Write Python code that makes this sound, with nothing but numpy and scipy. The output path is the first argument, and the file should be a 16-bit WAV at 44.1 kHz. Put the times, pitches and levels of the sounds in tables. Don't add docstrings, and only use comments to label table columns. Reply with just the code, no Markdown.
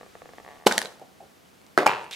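import sys
import numpy as np
from scipy import signal
from scipy.fft import rfft, irfft, next_fast_len
from scipy.io import wavfile
from scipy.ndimage import uniform_filter1d

SR = 44100
rng = np.random.default_rng(int(sys.argv[2]) if len(sys.argv) > 2 else 0)


def voltage_ratio(decibels):
    exponent = np.asarray(decibels, float) / 20
    return 10 ** exponent


def file_out(sig):
    cols = np.atleast_2d(sig).T
    lim = np.clip(cols, -1, 1)
    pcm = np.round(lim * 32767).astype(np.int16)
    wavfile.write(sys.argv[1], SR, pcm)


N = 94903

# centre in Hz, width in Hz, level in dB.
OPEN_SHELL = [(210, 19, -5), (437, 160, -20), (650, 140, -3.5), (906, 160, -2), (1500, 110, -2.5),
              (2250, 290, -7.5), (3930, 910, -24.5), (6400, 4500, -28)]
# (centre in Hz, width in Hz, level in dB).
RATTLES = [
    (0.661, -28.5, 0.59, [(210, 130, 5.5), (415, 130, -2.5), (759, 720, -1.5), (1500, 930, 2), (4040, 2800, -4.5), (10870, 5500, -28)]),
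    (1.78, -20.5, 0.3, [(210, 180, -4), (342, 130, 3), (570, 200, 1), (1150, 850, -7), (2100, 580, -7.5), (4200, 1500, -21.5)]),
    (1.866, -24, 0.45, [(125.6, 25, -2), (418, 90, -1), (944, 140, 4.5), (1620, 690, -5), (2670, 400, -3.5), (4000, 1070, -15.5), (6660, 3500, -24.5)]),
]
CLICK_TOUCH_S, TABLE_TOUCH_S = .00007, .0003


def unit(x):
    return x / np.sqrt(np.mean(x ** 2) + 1e-20)


def along(points, hz):
    f, v = np.transpose(points)
    return np.interp(np.log(hz + 1), np.log(f + 1), v)


def filtered(x, response):
    m = next_fast_len(N + SR // 2)
    return irfft(rfft(x, m) * response(np.fft.rfftfreq(m, 1 / SR)), m)[..., :N]


def body(x, peaks, sign=-1):
    def response(f):
        total = 0
        for k, (centre, width, db) in enumerate(peaks):
            damping = 1j * f * width
            total = total + sign ** k * voltage_ratio(db) * damping / (centre * centre - f * f + damping)
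        return total
    return filtered(x, response)


def coloured(spectrum):
    return unit(filtered(rng.standard_normal(N), lambda hz: voltage_ratio(along(spectrum, hz))))


def spread(pair, alike, spectrum=((100, 0),)):
    def response(hz):
        turn = np.arccos(np.clip(along(alike, hz), -1, 1)) / 2
        return voltage_ratio(along(spectrum, hz)) * [np.cos(turn), np.sin(turn)]
    mid, side = filtered(pair, response)
    return np.array([mid + side, mid - side])


def stereo(spectrum):
    # frequency in Hz, left-right likeness from -1 to 1.
    alike = [(60, 0.084), (240, 0.18), (950, -0.26), (3770, 0.68), (15000, 0.82)]
    return unit(spread(rng.standard_normal((2, N)), alike, spectrum))


def fading(start_s, t60, rise_s=.0002):
    t = np.maximum(np.arange(N) / SR - start_s, 0)
    return voltage_ratio(-60 * t / t60) * (1 - np.exp(-t / rise_s))


def pulses(rows, touch_s):
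    s, db = np.transpose(rows)[:2]
    push = np.hanning(round(touch_s * SR) + 2)
    impulses = np.bincount(np.round(s * SR).astype(int), voltage_ratio(db), N)
    return np.convolve(impulses, push / push.sum())[:N]


def hits(rows, peaks, body_db, touch_s):
    # frequency in Hz, density in dB per Hz.
    crack_colour = [(1200, 0.5), (2500, -5), (4000, 3), (6000, 0.5), (8000, -1.5), (11000, -8.5),
                    (14000, -15.5), (16000, -23)]
    crack_t60_s, crack_rise_s = .0075, .0003
    own, size = np.zeros(N + SR), SR // 4
    t = np.arange(size) / SR
    noise = np.pad(coloured(crack_colour), (0, SR))
    crack_shape = voltage_ratio(-60 * t / crack_t60_s) * (1 - np.exp(-t / crack_rise_s))
    for s, db, hz, t60, crack_db in rows:
        at = slice(round(s * SR), round(s * SR) + size)
        note = voltage_ratio(-60 * t / t60) * (1 - np.exp(-t / .0002)) * np.sin(2 * np.pi * hz * t)
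        own[at] += voltage_ratio(db) * (note + voltage_ratio(crack_db) * crack_shape * noise[at])
    return own[:N] + voltage_ratio(body_db) * body(pulses(rows, touch_s), peaks)


def rattle(s, db, t60, peaks):
    lump_s, lumps_db = .002, 2

    def smooth(v):
        return uniform_filter1d(v, size=int(lump_s * SR))

    lumps = unit(smooth(smooth(rng.standard_normal(N))))
    contacts = unit(voltage_ratio(lumps_db * lumps) * rng.standard_normal(N))
    return voltage_ratio(db) * body(contacts * fading(s, t60, 0.001), peaks) / np.std(body(contacts, peaks))


def creak():
    # time in seconds, peak in dB.
    slip_rows = [(0.01, -33), (0.03, -35), (0.062, -39), (0.152, -32), (0.218, -32), (0.256, -34),
                 (0.29, -35), (0.334, -35), (0.382, -29), (0.399, -35), (0.447, -35), (0.462, -34),
                 (0.477, -32), (0.487, -32), (0.498, -39), (0.506, -36), (0.513, -36), (0.52, -39),
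                 (0.527, -39), (0.533, -39), (0.54, -43), (0.548, -43), (0.556, -40), (0.563, -40),
                 (0.569, -42), (0.584, -45), (0.599, -40), (0.611, -40), (0.622, -39)]
    # time in seconds, peak in dB.
    last_rows = [
        (.636, -39),
        (.650, -40),
    ]
    # centre in Hz, width in Hz, level in dB.
    seam_modes = [(500, 85, 8), (684, 152, 6.5), (1135, 66, 3.5), (1700, 160, -1), (2450, 310, -26)]
    # centre in Hz, width in Hz, level in dB.
    squeezed_modes = [(500, 100, -3.5), (750, 210, 6.5), (1135, 39, 5), (1800, 270, 4), (3300, 910, -3)]
    lag_s, touch_s, squeeze_s, seam_db = .0013, .00038, .37, 25.5
    slips = pulses([(s + lag_s, db) for s, db in slip_rows + last_rows], touch_s)
    late = np.arange(N) / SR > squeeze_s
    loose = body(slips * ~late, seam_modes, sign=0.98)
    return voltage_ratio(seam_db) * (loose + body(slips * late, squeezed_modes, sign=0.92))


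def skin_rub():
    # frequency in Hz, density in dB per Hz.
    rub_colour = [(150, -8.5), (400, -7), (1200, -13), (3000, -18.5), (7000, -23), (13000, -38)]
    rub_db, ends_s = -57, 0.6
    return voltage_ratio(rub_db) * stereo(rub_colour) * (np.arange(N) / SR < ends_s)


def hiss():
    # frequency in Hz, density in dB per Hz.
    hiss_colour = [(15, -66), (25, -41.5), (82, -5), (120, -9), (180, -3), (384, -7.5), (641, -9),
                   (3250, -19.5), (16000, -30.5)]
    hiss_db = -55
    return voltage_ratio(hiss_db) * stereo(hiss_colour)


def room(x):
    # frequency in Hz, t60 in seconds.
    tail_t60 = [(150, 0.31), (600, 0.56), (2000, 0.31), (6000, 0.32), (14000, 0.27)]
    # frequency in Hz, left-right likeness from -1 to 1.
    room_alike = [(150, 0.82), (500, .8), (1200, 0.63), (2500, -0.25), (6000, -0.065), (14000, 0.98)]
    tail_db, wall_db, wall_s, wall_t60_s = -12, -15, 0.00928, 0.0067
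    turn_s = .04
    out, step, size = np.zeros((2, N + SR)), round(turn_s * SR), SR // 3
    for k in range(0, N, step):
        hz, t, z = signal.stft(rng.standard_normal((2, size)), SR, nperseg=256)
        decay = voltage_ratio(-60 * t / along(tail_t60, hz)[:, None])
        tail = signal.istft(z * decay, SR, nperseg=256)[1][:, :size]
        wall = rng.standard_normal((2, size)) * fading(wall_s, wall_t60_s)[:size]
        answer = voltage_ratio(tail_db) * tail / np.linalg.norm(tail[0])
        answer = answer + voltage_ratio(wall_db) * wall / np.linalg.norm(wall[0])
        wet = signal.fftconvolve(x[None, k:k + step], answer, axes=1)
        out[:, k:k + wet.shape[1]] += wet
    return spread(out[:, :N], room_alike)


def placed(x, pan, lead):
    # frequency in Hz, level in dB.
    scatter_colour = [(300, -27.5), (1000, -14), (2500, -10), (6000, -10.5), (14000, -13.5)]
    scatter_t60_s = .006
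    side = np.array([[.5], [-.5]])
    burst = (rng.standard_normal(N) * fading(0, scatter_t60_s))[:512]
    scatter = signal.fftconvolve(x, burst / np.linalg.norm(burst))[:N]
    scatter = filtered(scatter, lambda hz: voltage_ratio(along(scatter_colour, hz)))
    direct = filtered(x, lambda hz: voltage_ratio(side * along(pan, hz)) * np.exp(1j * side * along(lead, hz)))
    return direct + 2 * side * scatter


def pop():
    pop_s, pop_db, swell_s, t60_s = .6680, -2.5, .0032, 0.014
    pop_hz, rise_hz_per_s = 470, 48400
    t = np.arange(N) / SR - pop_s
    shape = np.where(t < 0, np.exp(-(t / swell_s) ** 2), voltage_ratio(-60 * np.abs(t) / t60_s))
    return -voltage_ratio(pop_db) * shape * np.cos(2 * np.pi * (pop_hz * t + rise_hz_per_s * t * t / 2))


def toy_shifts():
    # centre in Hz, width in Hz, level in dB.
    hollow_modes = [(352, 298, -11.5), (625, 200, -5), (780, 75, -1.5)]
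    starts_s = [
        .998,
        1.014,
        1.11,
        1.202,
        1.226,
    ]
    # rms level in dB, rise in seconds, t60 in seconds.
    shapes = [
        (-47, .003, .06),
        (-36, 0.0024, 0.1),
        (-41, 0.013, 0.034),
        (-44.5, 0.0018, 0.19),
        (-46.5, 0.0033, 0.1),
    ]
    hollow = unit(body(rng.standard_normal(N), hollow_modes))
    return hollow * sum(voltage_ratio(db) * fading(s, t60, rise) for s, (db, rise, t60) in zip(starts_s, shapes))


def egg():
    # time in seconds,
    # peak in dB, pitch in Hz, t60 in seconds, crack in dB.
    clicks = [(.6640, -24.5, 4140, .006, 3), (.6660, -13.5, 207, 0.079, -1),
              (.6690, -6.5, 2995, 0.013, -1.5), (.6682, -3, 780, 0.014, -16), (.6716, -14, 4600, .008, 0),
              (.6741, -2.5, 960, 0.0085, -7), (.6743, -13, 4400, 0.0089, -4.5),
              (.6932, -33, 3000, 0.0054, -1.5), (.7118, -11, 1550, .010, -14),
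              (.7160, -21, 1600, .008, -14), (.7190, -28, 6000, 0.006, 1), (.7210, -17, 1700, .007, -12),
              (.7235, -19.5, 570, 0.018, -3), (.7236, -14.5, 3780, 0.0074, -1),
              (.7322, -32, 4000, .006, 2.5), (.7795, -7, 1790, 0.013, 3), (.7885, -21.5, 4400, 0.0096, 1),
              (.8012, -34, 4000, 0.0065, -2), (.8165, -18.5, 1750, 0.011, 1),
              (.8258, -28.5, 4000, 0.0089, 1), (.8300, -32, 4000, .006, 0), (.8493, -25, 520, .02, -8),
              (.8562, -30, 600, .015, -4), (.8570, -22, 4000, .008, -9), (.8706, -35, 3300, .005, -5),
              (.9103, -53, 950, 0.0088, -4), (.9960, -45, 730, 0.032, 1), (1.459, -48.5, 3020, 0.012, -10),
              (1.615, -47, 600, .01, -2), (1.665, -48, 1200, 0.0094, 4)]
    egg_db = 25.5
    return pop() + hits(clicks, OPEN_SHELL, egg_db, CLICK_TOUCH_S) + toy_shifts() + rattle(*RATTLES[0])


def dropped_half():
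    # time in seconds, peak in dB, pitch in Hz, t60 in seconds, crack in dB.
    blow_rows = [
        (1.7768, 3, 1308, 0.011, -18),
        (1.7822, -18.5, 1550, 0.018, -18),
        (1.7860, -14, 1610, 0.013, -10),
        (1.7930, -25, 890, 0.011, -18),
        (1.8195, -19, 450, .02, -26),
        (1.8305, -17.5, 910, .012, -18),
    ]
    # time in seconds, peak in dB, pitch in Hz, t60 in seconds, crack in dB.
    bounce_rows = [
        (1.8617, -4, 760, 0.0062, -18),
        (1.8653, 1.5, 877, 0.016, -13.5),
        (1.8675, -11, 2375, 0.011, -5.5),
        (1.8720, -10, 799, 0.039, -19),
        (1.8745, -13, 2490, 0.017, -6),
        (1.8770, -13, 2360, 0.024, -14),
    ]
    # time in seconds, peak in dB.
    tap_rows = [(1.8890, -25), (1.8940, -15), (1.9052, -19), (1.9150, -20), (1.9256, -27), (1.9340, -21),
                (1.9482, -26), (1.9600, -27), (1.9683, -28), (1.9795, -32), (1.9850, -32), (1.9952, -31),
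                (2.0127, -33), (2.0192, -36), (2.0328, -37), (2.0425, -34), (2.0575, -41), (2.0638, -37),
                (2.0698, -40), (2.0770, -45), (2.0900, -47), (2.0950, -42), (2.1100, -40)]
    # centre in Hz, width in Hz, level in dB.
    table_modes = [(210, 170, -26), (357, 114, 0), (470, 75, -10), (570, 84, -11), (730, 80, -1.5),
                   (1236, 168, -7.5), (1550, 140, -8), (2100, 120, -17)]
    # centre in Hz, width in Hz, level in dB.
    rim_modes = [(210, 110, -15.5), (490, 70, -7.5), (680, 110, -4), (857, 100, -7.5), (1085, 120, -5.5),
                 (1430, 520, -7), (2320, 130, -12), (3040, 200, -14)]
    table_db, rim_db, tap_db, tap_touch_s = 29, 27.5, 32, .0002
    taps = voltage_ratio(tap_db) * body(pulses(tap_rows, tap_touch_s), RATTLES[2][3])
    blows = hits(blow_rows, table_modes, table_db, TABLE_TOUCH_S)
    bounces = hits(bounce_rows, rim_modes, rim_db, TABLE_TOUCH_S)
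    return taps - blows - bounces + rattle(*RATTLES[1]) + rattle(*RATTLES[2])


def foil():
    # time in seconds, rms level in dB.
    crinkle = [
        (2.0, -56),
        (2.05, -57),
        (2.06, -70),
        (2.1102, -70),
        (2.111, -40),
        (2.118, -43),
        (2.124, -42),
        (2.131, -37),
        (2.14, -39),
        (2.15, -42),
    ]
    # frequency in Hz, density in dB per Hz.
    foil_colour = [(1000, -23), (1700, -6), (2300, -2), (3800, -2), (4800, -10), (7500, -12), (12000, -23),
                   (16000, -32)]
    # time in seconds, peak in dB, pitch in Hz, t60 in seconds, crack in dB.
    snaps = [
        (2.0415, -40, 9800, .006, -2),
        (2.1108, -31, 5500, .006, 1),
        (2.1135, -27, 3300, .009, -12),
        (2.1195, -32, 2800, .01, -14),
        (2.1255, -30, 3300, .012, -7),
        (2.1300, -26, 3700, .016, -14),
        (2.1365, -29, 2400, .014, -14),
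    ]
    grain_db, snap_db = 2, 16
    s, db = np.transpose(crinkle)
    grain = voltage_ratio(grain_db * unit(uniform_filter1d(rng.standard_normal(N), size=60)))
    level = voltage_ratio(np.interp(np.arange(N) / SR, s, db, left=-120))
    return unit(grain * coloured(foil_colour)) * level + hits(snaps, OPEN_SHELL, snap_db, CLICK_TOUCH_S)


def scene():
    # frequency in Hz, left over right in dB.
    hand_pan = [(60, -0.2), (240, -0.3), (950, -1.5), (3770, -1), (15000, -1)]
    # frequency in Hz, left lead in radians.
    hand_lead = [(0, 0), (1210, -0.035), (1810, -0.31), (3620, -0.25), (16100, 0.0)]
    # frequency in Hz, left over right in dB.
    table_pan = [(60, -12), (240, -0.5), (950, -1.5), (3770, -1), (15000, -2.5)]
    # frequency in Hz, left lead in radians.
    table_lead = [(0, 0.59), (2330, -0.86), (3620, 0.96), (5860, 0.099), (16100, 0.23)]
    mic_low_hz, seam_wet_db = 135, -0.5
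    sources = np.array([creak(), egg() + foil(), dropped_half()])
    seam, hand, table = filtered(sources, lambda f: (1j * f / (mic_low_hz + 1j * f)) ** 2)
    direct = placed(seam + hand, hand_pan, hand_lead) + placed(table, table_pan, table_lead)
    return direct + room(voltage_ratio(seam_wet_db) * seam + hand + table) + skin_rub() + hiss()


def low_pass(x):
    return signal.sosfilt(signal.butter(12, 16000, fs=SR, output="sos"), x)


def record(dry):
    duck_above_db, duck_share, recover_s = -15, 0.12, 0.22
    mic_top_hz, ceiling = 15600, 1.05
    power = np.abs(uniform_filter1d(np.mean(dry ** 2, axis=0), size=441))
    over = np.maximum(10 * np.log10(power + 1e-12) - duck_above_db, 0)
    keep = np.exp(-1 / (recover_s * SR))
    duck_db = duck_share * 20 * signal.lfilter([1 - keep], [1, -keep], over)
    x = filtered(dry * voltage_ratio(-duck_db), lambda f: 1 / np.sqrt(1 + (f / mic_top_hz) ** 40))
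    return low_pass(x / (1 + np.abs(x / ceiling) ** 8) ** (1 / 8))


dry = scene()
out = record(dry)
file_out(out)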